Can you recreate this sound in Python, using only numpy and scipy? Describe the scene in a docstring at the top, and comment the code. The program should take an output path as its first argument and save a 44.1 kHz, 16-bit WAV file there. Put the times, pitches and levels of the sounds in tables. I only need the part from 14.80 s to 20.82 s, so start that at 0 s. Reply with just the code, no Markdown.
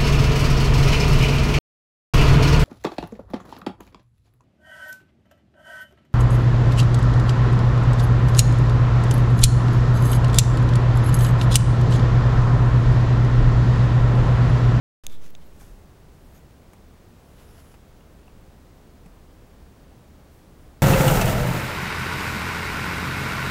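"""A light sliding panel is eased open in a quiet room, close to a hand-held camera.
First the microphone switches on, and steady room noise and hiss begin. Fingers rub and click on the
camera's plastic shell. The panel knocks faintly in its track, a sleeve brushes by, the camera sways
and the grip shifts. Towards three seconds the panel glides open with a soft rustle and meets its stop.
A few more light knocks follow, and at the end the grip shifts again."""
import sys
import numpy as np
from scipy import signal
from scipy.fft import rfft, irfft
from scipy.io import wavfile
from scipy.ndimage import uniform_filter1d

SR = 44100
rng = np.random.default_rng(int(sys.argv[2]) if len(sys.argv) > 2 else 0)


def master(y):
    """Save y as 16-bit WAV."""
    cut = np.clip(np.atleast_2d(y).T, -1, 1)
    pcm = np.round(cut * 32767)  # scale
    wavfile.write(sys.argv[1], SR, pcm.astype(np.int16))


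N = 265482
T = np.arange(N) / SR

# The tone of each noise, from bass to treble. Each row: frequency in Hz, relative level in dB.
ROOM_TONE = [(12, -53), (20, 3), (70, -3.5), (103, -5.5), (175, -7.5), (207, -9), (232, -10.5), (404, -14),
             (505, -16), (2400, -31.5), (12800, -41.5), (15500, -40)]
SKIN_TONE = [(300, -1), (1100, -2.5), (2500, -3), (4800, -7), (6500, -7.5), (8000, -10), (9800, -10.5),
             (11300, -11), (15500, -17)]
SCUFF_TONE = [(200, -1), (850, 4.5), (1800, -5), (2600, -3.5), (3400, -16), (6000, -12), (8000, -9.5),
              (10000, -12), (13500, -11), (15500, -15)]
SLEEVE_TONE = [(200, -3), (700, -10), (1500, -1), (2800, -6.5), (4800, -8), (6500, -5), (9500, -7),
               (12500, -7), (15500, -16)]
GRIP_TONE = [(1000, -12), (5000, -11), (9000, 2), (15500, 0)]
GLIDE_TONE = [(150, 0), (600, -1.5), (1400, -2), (2200, -9), (3000, -7), (4300, -17), (5200, -12),
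              (6000, -15), (7200, -12), (9000, -18), (13000, -16), (15500, -18)]
# Fingers rubbing the shell. Each row: loudest moment in seconds, rise and fall time in seconds,
# level in dB, squeak pitch in Hz, squeak level in dB above the rub.
FINGER_RUBS = [(0.241, 0.011, -52, 6700, -12), (0.322, 0.023, -59.5, 12800, -9),
               (0.337, 0.03, -62.5, 3560, 5), (0.454, .027, -55.5, 6160, -11), (0.505, .003, -60, 13000, 0),
               (0.623, .012, -62, 3080, -7), (0.669, .012, -70, 12800, 3), (1.56, .026, -66.5, 12600, 1),
               (1.568, 0.018, -70, 6650, 2)]
# How the plastic shell rings. Each row: pitch in Hz, width in Hz, relative level in dB.
SHELL_RESONANCES = [(680, 400, -13), (2660, 960, -10), (3600, 650, -3), (4830, 440, -16), (6500, 780, -1.5),
                    (8400, 1700, -9), (11340, 900, -9), (12400, 490, -15), (14500, 4200, -19)]
# Fingers tapping the shell. 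Each row: start in seconds, peak level in dB, treble cutoff in Hz.
FINGER_CLICKS = [(0.2669, -14, 21500), (.2980, -41, 4000), (0.327, -45, 9000), (0.5514, -31, 4570),
                 (.8115, -44, 9000), (1.709, -51, 20000), (2.745, -51, 9000)]
# The panel knocking in its track. Each row: start in seconds, scuff level in dB, scuff treble cutoff
# in Hz, thump gain in dB, thump treble cutoff in Hz, clack level in dB.
PANEL_KNOCKS = [(0.8103, -44, 1400, -55.5, 1490, -64), (1.933, -47.5, 15000, -54, 2000, -62),
                (2.9398, -50, 6000, -58, 600, -54), (3.2063, -58, 3200, -68, 500, -58.5),
                (3.479, -50, 2700, -52, 500, -58.5), (4.2594, -50.5, 12000, -40, 290, -66)]
# How the panel rings. Each row: pitch in Hz, relative level in dB, seconds to fade by 60 dB.
PANEL_NOTES = [(175, 4.5, 0.088), (310, -12, 0.11), (533, -13, .07), (800, 6.5, 0.064), (1320, -6, 0.06)]
# The hand shifting on the camera. 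Each row: loudest moment in seconds, level in dB.
GRIP_SHIFTS = [(1.35, -72), (1.48, -69), (5.55, -68), (5.81, -71)]
# Tight spots in the track. Each row: time in seconds, boost of the rub in dB, rasp pitch in Hz.
TIGHT_SPOTS = [(2.592, 7.5, 3750), (2.703, 1.5, 5300), (2.78, 1.5, 5100)]


def gain_of(db):
    """Turns decibels into a number to multiply a sound by."""
    return 10 ** (np.asarray(db) / 20)


def evened(x):
    """Scales a sound to an average (rms) level of 1."""
    return x / np.sqrt(np.mean(x ** 2) + 1e-20)


def add(mix, start_s, sound):
    """Mixes a sound in at the given time."""
    part = mix[round(start_s * SR):][:len(sound)]
    part += sound[:len(part)]


def colour(x, tone):
    """Shapes the bass and treble of a sound with a tone table, at average level 1."""
    hz, db = np.transpose(tone)
    f = np.fft.rfftfreq(len(x), 1 / SR)
    curve_db = np.interp(np.log(f + 1), np.log(hz + 1), db)
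    return evened(irfft(rfft(x) * gain_of(curve_db), len(x)))


def noise_band(hz, width_hz, size=N):
    """Noise gathered around one pitch by a resonance, at average level 1."""
    f = np.fft.rfftfreq(size, 1 / SR)
    spectrum = rfft(rng.standard_normal(size))
    return evened(irfft(spectrum / (1 + 2j * (f - hz) / width_hz) ** 2, size))


def dull(x, cutoff_hz):
    """Takes the treble off, as a soft contact does."""
    return signal.lfilter(*signal.butter(2, min(cutoff_hz, SR / 2 - 500), fs=SR), x)


def friction(tone, slips_per_s, grain):
    """Rubbing: a smooth hiss of tiny contacts plus larger slips, whose strength is set by grain."""
    slips = rng.standard_normal(N) * (rng.random(N) < slips_per_s / SR)
    return colour(rng.standard_normal(N) + grain * evened(slips), tone)


def swell(peak_s, rise_s, fall_s):
    """A smooth stroke of the hand: rises to 1 and falls again."""
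    return np.exp(-0.5 * ((T - peak_s) / np.where(T < peak_s, rise_s, fall_s)) ** 2)


def release(end_s, fade_s):
    """Holds at 1 until end_s, then drops 60 dB every fade_s."""
    return gain_of(-60 * np.maximum(T - end_s, 0) / fade_s)


def room(hum_hz=70, whine_hz=15734):
    """Low room noise running into hiss, a wavering hum and a thin electronic whine."""
    air = gain_of(-49) * colour(rng.standard_normal(N), ROOM_TONE)
    hum = gain_of(-58) * noise_band(hum_hz, width_hz=10.4)
    whine = gain_of(-81) * np.sqrt(2) * np.sin(2 * np.pi * whine_hz * T)
    return air + hum + whine


def finger_rubs():
    """Skin drags over the shell in short swells, each with a soft, hissy squeak of its own."""
    out = np.zeros(N)
    drag = friction(SKIN_TONE, slips_per_s=890, grain=0.79)
    for peak_s, rise_s, db, squeak_hz, squeak_db in FINGER_RUBS:
        squeak = gain_of(squeak_db) * noise_band(squeak_hz, width_hz=0.15 * squeak_hz)
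        out += gain_of(db) * swell(peak_s, rise_s, rise_s) * (drag + squeak)
    return out


def shell_ring(size=4096):
    """One sharp blow rings the small plastic shell for a few milliseconds."""
    f = abs(np.fft.fftfreq(size, 1 / SR))
    power = sum(gain_of(db) ** 2 / (1 + (2 * (f - hz) / width_hz) ** 2) ** 2
                for hz, width_hz, db in SHELL_RESONANCES)
    log_gain = 0.5 * np.log(power + 1e-10)
    spectrum = np.exp(np.conj(signal.hilbert(log_gain)))  # puts all the ringing after the blow
    return np.fft.ifft(spectrum).real[:size // 2]


def finger_clicks():
    """Fingers tap the shell; each click has its own loudness and brightness."""
    out, shell = np.zeros(N), shell_ring()
    for start_s, db, cutoff_hz in FINGER_CLICKS:
        click = dull(shell, cutoff_hz)
        add(out, start_s, gain_of(db) * click / abs(click).max())
    return out


def panel_knocks(contact_s=0.00081, scuff_fade_s=0.048, clack_fade_s=0.04):
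    """Each knock is a short scuff and clack in the track, with the panel's low ring under them."""
    out, t = np.zeros(N), T[:SR // 4]
    attack = np.minimum(t / contact_s, 1)
    ring = sum(gain_of(db - 60 * t / fade_s) * np.sin(2 * np.pi * hz * t)
               for hz, db, fade_s in PANEL_NOTES)
    for start_s, scuff_db, scuff_hz, thump_db, thump_hz, clack_db in PANEL_KNOCKS:
        noise = colour(rng.standard_normal(len(t)), SCUFF_TONE)
        scuff = gain_of(scuff_db - 60 * t / scuff_fade_s) * evened(dull(noise, scuff_hz))
        rattle = noise_band(hz=2720, width_hz=700, size=len(t))
        clack = gain_of(clack_db - 60 * t / clack_fade_s) * rattle
        thump = gain_of(thump_db) * dull(ring, thump_hz)
        add(out, start_s, attack * (scuff + clack + thump))
    return out


def sleeve_brush(peak_s=0.812):
    """The sleeve touches quickly, dies away and leaves a faint trail of rubbing cloth."""
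    touch = gain_of(-58) * swell(peak_s, rise_s=0.012, fall_s=np.inf) * release(peak_s, fade_s=0.32)
    trail = gain_of(-66) * swell(peak_s, rise_s=0.09, fall_s=0.16)
    return (touch + trail) * friction(SLEEVE_TONE, slips_per_s=2200, grain=0.5)


def camera_sway():
    """The camera sways once in the hand, with a short, deep rumble."""
    movement = swell(peak_s=0.89, rise_s=0.045, fall_s=0.05)
    return gain_of(-45) * movement * noise_band(hz=36, width_hz=16)


def grip_shifts():
    """Each small shift of the hand gives a thin, high hiss."""
    shifts = sum(gain_of(db) * swell(peak_s, rise_s=0.035, fall_s=0.087) for peak_s, db in GRIP_SHIFTS)
    return shifts * friction(GRIP_TONE, slips_per_s=900, grain=0.4)


def panel_glide(rub_db=-61, catch_db=2.0, catch_s=0.034):
    """The panel's edge rubs along the track, rasps at tight spots and hisses as it gathers speed."""
    # One push: the panel speeds up, eases off and is halted by its stop.
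    speed = swell(peak_s=2.78, rise_s=0.28, fall_s=0.38) * release(end_s=2.95, fade_s=0.11)
    tight_db, rasp = 0, 0
    for peak_s, boost_db, rasp_hz in TIGHT_SPOTS:
        spot = swell(peak_s, rise_s=0.025, fall_s=0.025)
        tight_db += boost_db * spot
        rasp += gain_of(-69) * spot * noise_band(rasp_hz, width_hz=1600)
    # Small random catches make the rub waver in loudness.
    catches = evened(uniform_filter1d(rng.standard_normal(N), round(catch_s * SR)))
    loudness = speed * gain_of(rub_db + tight_db + catch_db * catches)
    rub = loudness * friction(GLIDE_TONE, slips_per_s=510, grain=0.52)
    hiss = gain_of(-68) * speed ** 1.6 * noise_band(hz=10650, width_hz=2200)
    return rub + rasp + hiss


def scene():
    """Adds everything into one channel. It all happens within arm's reach, so there is no echo."""
    mix = room() + finger_clicks() + finger_rubs() + grip_shifts() + sleeve_brush() + camera_sway()
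    return (mix + panel_glide() + panel_knocks())[None]


def record(dry, on_s=0.2365, settle_s=0.1, cutoff_hz=15900):
    """The microphone switches on, its voltage swings once and settles; the highest treble is cut."""
    settling = np.maximum(T - on_s, 0) / settle_s
    swing = gain_of(-25) * settling * np.exp(1 - settling)
    live = dry * (T >= on_s) + swing
    treble_cut = signal.firwin(1023, cutoff_hz, window=("kaiser", 9), fs=SR)
    return signal.oaconvolve(live, treble_cut[None], "same")


dry = scene()
out = record(dry)
master(out)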